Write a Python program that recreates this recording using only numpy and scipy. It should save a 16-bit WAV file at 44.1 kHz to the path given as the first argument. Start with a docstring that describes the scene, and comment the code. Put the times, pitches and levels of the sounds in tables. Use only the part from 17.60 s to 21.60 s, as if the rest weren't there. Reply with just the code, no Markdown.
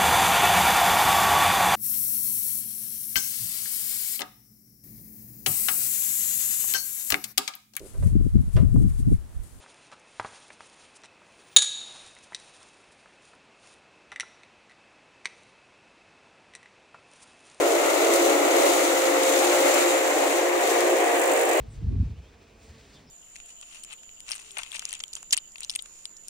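"""A ride-on leaf collector drives across a paved yard, its engine held at steady revs. From the start
the engine drones, the suction fan roars and dry leaves hiss up the duct, while a leaf blower revs up
and down farther off. After about a second the collector begins to turn its back to the listener.
Midway, air whistles in the duct as more clumps of leaves strike it. Near the end a fast ticking,
probably a small idling engine, comes in from the right."""
import sys
import numpy as np
from scipy import signal
from scipy.fft import rfft, irfft, next_fast_len
from scipy.io import wavfile
from scipy.ndimage import map_coordinates

SR = 44100
rng = np.random.default_rng(int(sys.argv[2]) if len(sys.argv) > 2 else 0)


def dump_mix(stems):
    """Bounce the given channels to the path in sys.argv[1] as a 16-bit WAV at rate SR."""
    frames = np.atleast_2d(stems).T  # one column per channel
    limited = np.clip(frames, -1, 1)  # hard clip at full scale
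    pcm = np.round(limited * 32767).astype(np.int16)
    wavfile.write(sys.argv[1], SR, pcm)


N = 176400
TIME = np.arange(N) / SR
SIDES = np.array([[.5], [-.5]])  # splits a difference: half added on the left, half taken off the right


def amp(db):
    """Turn decibels into a factor to multiply by."""
    return 10 ** (np.asarray(db) / 20)


def unit(x):
    """Scale a sound to an average strength (rms) of 1."""
    return x / np.sqrt(np.mean(x ** 2) + 1e-20)


def along(points, hz):
    """Read between a table's rows at any frequency, on a log scale."""
    freqs, values = np.transpose(points)
    return np.interp(np.log(hz + 1), np.log(freqs + 1), values)


def curves(rows):
    """Join a table's rows with straight lines: one curve for each column after the time."""
    times, *columns = np.transpose(rows)
    return [np.interp(TIME, times, column) for column in columns]


def wobble(rate):
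    """A smooth curve through `rate` random values a second."""
    coarse = np.arange(0, N + 64, 64)
    smooth = map_coordinates(rng.standard_normal(size=1024), [coarse * rate / SR], mode="wrap")
    return np.interp(np.arange(N), coarse, smooth)


def noise():
    """Two unrelated channels of white noise."""
    return rng.standard_normal((2, N))


def filtered(x, response):
    """Multiply each frequency in x by response(hz)."""
    size = next_fast_len(N + SR // 4)
    return irfft(rfft(x, size) * response(np.fft.rfftfreq(size, 1 / SR)), size)[..., :N]


def angle(hz):
    """How far a shaft has turned, in radians, given its turns a second."""
    return 2 * np.pi * np.cumsum(hz) / SR


# How alike the two ears' sounds are. Each row: frequency in Hz, likeness from 0 to 1.
EAR_LIKENESS = [(100, 0.47), (300, 0.94), (420, 0.37), (600, 0.073), (900, 0.1), (2000, 0.12), (7000, 0.19),
                (15000, 0.11)]

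def spread(pair, colour, lead_s=.00016):
    """Make two unrelated signals one coloured stereo sound that reaches the left ear lead_s earlier."""
    def shape(hz):
        blend = np.arccos(np.clip(along(EAR_LIKENESS, hz), -1, 1)) / 2
        return amp(along(colour, hz)) * [np.cos(blend), np.sin(blend)]
    mid, side = filtered(pair, shape)
    ears = np.array([mid + side, mid - side])
    return unit(filtered(ears, lambda hz: np.exp(2j * np.pi * hz * lead_s * SIDES)))


def harmonic(shaft, multiple, scatter, rate, apart):
    """One tone at a multiple of a shaft's speed, plus shifting echoes from the yard."""
    def drift():
        return wobble(rate) + 1j * wobble(rate)
    direct = np.exp(1j * apart * SIDES)  # apart: phase between the ears, in radians
    echoes = scatter * (drift() + .5 * np.array([drift(), drift()]))
    phase = multiple * shaft + rng.uniform(0, 2 * np.pi) + 0.71 * wobble(1.61)
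    return unit(np.real((direct + echoes) * np.exp(1j * phase)))


# The blower's revs. Each row: time in seconds, turns a second, relative level in dB.
BLOWER_REVS = [(0, 139.5, -31.5), (.7, 137.6, -26), (.92, 139, -31), (1.05, 141.2, -24.5), (1.3, 138, -43),
               (1.7, 130.3, -55), (2, 139, -29), (2.25, 145.5, -35), (2.5, 138, -53), (3.4, 137.4, -35),
               (3.7, 153, -34), (4, 155, -31)]
# Its tones. Each row: multiple of the shaft speed, dB added to that level.
BLOWER_TONES = [(4, -1.5), (5, -13)]

def blower():
    """The distant leaf blower's note follows its throttle."""
    hz, db = curves(BLOWER_REVS)
    shaft = angle(hz * (1 + 0.0019 * wobble(12)))
    return amp(db) * sum(amp(level) * harmonic(shaft, round(k), scatter=0.8, rate=14, apart=.5 * k)
                         for k, level in BLOWER_TONES)


# The ticking's pace. Each row: time in seconds, ticks a second, relative level in dB.
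TICK_PACE = [(3.1, 45, -54), (3.35, 56, -39), (3.5, 51, -41), (3.62, 50, -34.5), (3.78, 51.5, -34.5),
             (4, 49, -36.5)]
# Its bright colour. Each row: frequency in Hz, relative level in dB.
TICK_COLOUR = [(1500, -60), (3000, -16), (5200, -19), (6800, 5.5), (8300, 6), (9500, 1.5), (12500, -7),
               (15400, -1)]

def ticking():
    """One bright puff per turn, probably of a small engine, quickening a little on the right."""
    rate, db = curves(TICK_PACE)
    age_s = (np.cumsum(rate) / SR % 1) / rate
    puffs = np.exp(-age_s / 0.0083) * amp(1.4 * wobble(65))
    ticks = spread(puffs * noise(), TICK_COLOUR, lead_s=-0.000533)
    return amp(db - 4 * SIDES) * ticks


# Hits on the duct. Each row: start in seconds, relative level in dB, fading time in seconds.
CLUMP_HITS = [(.535, -21.5, 0.015), (.556, -30, 0.03), (1.055, -29, .016), (1.632, -23, 0.0082),
              (1.789, -22, .007), (2.081, -23, .006), (2.142, -20, .006), (3.094, -29.5, .018),
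              (3.204, -23, 0.0055)]
# Their colour. Each row: frequency in Hz, relative level in dB.
CLUMP_COLOUR = [(1000, -40), (3500, -1), (7100, 4), (9500, 3), (15400, -9)]

def clumps():
    """Thick clumps of leaves hit the duct with a short bright scrape, twigs with a tick."""
    level = np.zeros(N)
    for start, db, fade_s in CLUMP_HITS:
        age_s = np.maximum(TIME - start, 0)
        rise = 1 - np.exp(-age_s / 0.00099)
        level += amp(db) * rise * np.exp(-age_s / fade_s)
    return level * spread(noise(), CLUMP_COLOUR)


def crackle(per_second=340, fade_s=0.0019):
    """Leaves crackle in brief random bursts, a few much larger than the rest."""
    hits = rng.random(N) < per_second / SR
    sizes = amp(2.6 * np.minimum(rng.exponential(size=N), 4))
    bursts = signal.lfilter([1], [1, -np.exp(-1 / (fade_s * SR))], hits * sizes)
    return unit(bursts * noise())


# The flow of leaves up the duct. 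Each row: time in seconds, relative level in dB.
LEAF_FLOW = [(0, -34.5), (.5, -33.5), (.64, -32), (.82, -34.5), (1.1, -30), (1.56, -34.5), (1.64, -32),
             (1.8, -31), (2.03, -31.5), (2.2, -30.5), (2.44, -35.5), (2.78, -33.5), (2.93, -40),
             (3.05, -32.5), (3.42, -38), (4, -38)]
# The colour of the duct's hiss. Each row: frequency in Hz, relative level in dB.
HISS_COLOUR = [(800, -36), (2000, -5.5), (3800, 1), (5200, -6), (6100, -0.5), (7100, 3.5), (8400, -1),
               (10000, -4.5), (13000, -11), (15400, -10)]

def leaves(split_hz=8000):
    """Dry leaves hiss up the duct; large ones crackle low, small ones high."""
    def low_share(hz):
        return 1 / (1 + (hz / split_hz) ** 6)
    large = filtered(crackle(), lambda hz: np.sqrt(low_share(hz)))
    small = filtered(crackle(), lambda hz: np.sqrt(1 - low_share(hz)))
    rustle = spread(noise() + amp(-8) * (large + small), HISS_COLOUR)
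    flicker_db = 0.4 * wobble(25.05) + 1.02 * wobble(140)
    return amp(curves(LEAF_FLOW)[0] + 3.5 + flicker_db) * rustle


# The whistle swells and fades. Each row: time in seconds, relative level in dB.
WHISTLE_SWELL = [(1.5, -56), (1.8, -48), (2.15, -36.5), (2.55, -42), (2.8, -53)]

def whistle(pitch_hz=7360, half_width_hz=140):
    """Rushing air makes the duct ring at one high pitch."""
    ring = filtered(noise(), lambda hz: 1 / (1 + ((hz - pitch_hz) / half_width_hz) ** 2))
    return amp(curves(WHISTLE_SWELL)[0]) * spread(ring, HISS_COLOUR)


# The fan's hum, which beats with the engine. Each row: multiple of the fan speed, relative level in dB.
FAN_TONES = [(6, -32), (7, -40.5), (8, -34.5)]
# How loud the low roar and the higher rasp are. Each row: time in seconds, relative level in dB.
ROAR_LEVEL = [(0, -23), (.5, -21.5), (1.05, -20.5), (1.4, -25), (2.15, -22), (2.5, -25.5), (2.64, -20.5),
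              (2.75, -25), (3, -24.5), (3.25, -23.5), (4, -24)]
RASP_LEVEL = [(0, -30.5), (1.15, -29), (1.59, -30), (2.18, -27), (2.41, -30.5), (4, -29)]
# Their colours, the rasp's from two sides. Each row: frequency in Hz, relative level in dB.
ROAR_COLOUR = [(30, -49), (130, -52.5), (200, -39.5), (235, -24.5), (285, -4), (340, 0.5), (430, -2.5),
               (560, 1), (720, -0.5), (850, -8), (1200, -15), (2500, -80)]
RASP_FROM_SIDE = [(400, -52), (700, -1), (950, -1.5), (1200, 2), (1400, 3.5), (1600, -5.5), (2100, 2.5),
                  (2450, -3.5), (2800, -4), (3400, -13), (5000, -19.5), (16000, -23)]
RASP_FROM_BEHIND = [(400, -56), (700, 5.5), (920, 1), (1150, 0), (1350, -4.5), (1600, -2), (1920, 0.5),
                    (2450, -2.5), (2750, -5), (3400, -14.5), (5000, -38), (16000, -28)]

def fan(shaft, behind, speed_hz=57.1):
    """The suction fan hums, its roar throbs with the engine, and its rasp changes as the machine turns."""
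    rotor = angle(speed_hz * (1 + 0.0026 * wobble(2.95)))
    hum = sum(amp(db - 10 * behind) * harmonic(rotor, round(k), scatter=0.5, rate=8.43, apart=0.38)
              for k, db in FAN_TONES)
    throb = amp(0.87 * np.cos(shaft))
    roar = amp(curves(ROAR_LEVEL)[0] - 2) * spread(throb * noise(), ROAR_COLOUR)
    side_rasp = np.sqrt(1 - behind) * spread(noise(), RASP_FROM_SIDE)
    back_rasp = np.sqrt(behind) * spread(noise(), RASP_FROM_BEHIND)
    rasp_db = curves(RASP_LEVEL)[0] + 2.03 + 0.87 * wobble(40.16)
    return hum + roar + amp(rasp_db) * (side_rasp + back_rasp)


# The two strongest engine tones. Each row: time in seconds, lower tone's level in dB, upper tone's in dB.
BOOM_LEVELS = [(0, -29, -39), (.4, -43, -39), (.72, -43, -40), (1.0, -31.5, -28), (1.35, -42, -27.5),
               (1.68, -51, -25.5), (1.85, -26.5, -27), (2.02, -32.5, -25), (2.2, -28, -26), (2.5, -46, -32),
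               (2.75, -32.5, -30.5), (3.45, -31.5, -29.5), (4, -40.5, -31)]
BOOM_MULTIPLES = (6, 9)
# The drone. Each row: multiple of the shaft speed, then levels in dB when setting off, side-on,
# turning away and seen from behind.
DRONE_TONES = [(5, -41.5, -37, -42, -56), (7, -35, -35, -48.5, -37), (8, -38, -53, -40, -33),
               (10, -33.5, -50, -35, -41), (11, -32.5, -37.5, -52, -36.5), (12, -38, -37, -38, -34.5),
               (13, -48, -49, -40.5, -39), (14, -44, -43, -39.5, -47.5)]
HEADING_S = (.35, .75, 2.1, 3.2)  # when the machine faces each of those four ways
# The high whine. Each row: multiple (rounded when played), level in dB from the side, then from behind.
WHINE_TONES = [(15, -43.5, -47), (16, -44.5, -50), (18, -51, -46.5), (28, -50.5, -53.5), (32, -59, -43.5),
               (33.2, -54, -53.5), (34.5, -50, -56)]

def engine(shaft, behind):
    """Exhaust tones change balance as the machine turns; the weaker ones waver more in the yard's echoes."""
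    boom = sum(amp(db) * harmonic(shaft, k, scatter=.17, rate=8.31, apart=0.11 * k)
               for k, db in zip(BOOM_MULTIPLES, curves(BOOM_LEVELS)))
    drone = [(k, np.interp(TIME, HEADING_S, levels)) for k, *levels in DRONE_TONES]
    whine = [(k, side + (back - side) * behind) for k, side, back in WHINE_TONES]
    return boom + sum(amp(db) * harmonic(shaft, round(k), scatter=.45, rate=7, apart=0.057 * k)
                      for k, db in drone + whine)


# The engine's nearly steady speed. Each row: time in seconds, turns a second.
ENGINE_SPEED = [(0, 58.45), (.45, 58.83), (1.1, 58.77), (1.5, 58.51), (2, 58.85), (2.6, 58.54),
                (3.5, 59.02), (4, 58.5)]
# The collector drifts to the right. Each row: time in seconds, left minus right in dB.
COLLECTOR_PAN = [(.8, 0), (3.2, -0.6), (4, -1.5)]

def scene():
    """The leaf collector turns away, with the blower and the ticking around it."""
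    shaft = angle(curves(ENGINE_SPEED)[0] * (1 + 0.0013 * wobble(10)))
    behind = np.interp(TIME, (0.94, 3.08), [0, 1])  # 0 is side-on, 1 is with its back to us
    collector = engine(shaft, behind) + fan(shaft, behind) + leaves() + clumps() + whistle()
    return collector * amp(curves(COLLECTOR_PAN)[0] * SIDES) + blower() + ticking()


# The colour of the two microphone openings. Each row: frequency in Hz, left minus right in dB.
MIC_COLOUR = [(300, 2), (700, 0), (1100, 4.5), (1550, -1), (2050, 4.5), (2500, 1), (3200, 2.5), (4500, 5.5),
              (5900, 7.5), (6700, 8), (7400, -5.5), (8300, -2), (10000, 2.5), (12500, 4.5), (15000, 8)]
TOP_HZ = 15750

def record(dry):
    """Each microphone opening adds its colour; everything above TOP_HZ is cut."""
    return filtered(dry, lambda hz: amp(along(MIC_COLOUR, hz) * SIDES) * (hz < TOP_HZ))


dry = scene()
out = record(dry)
dump_mix(out)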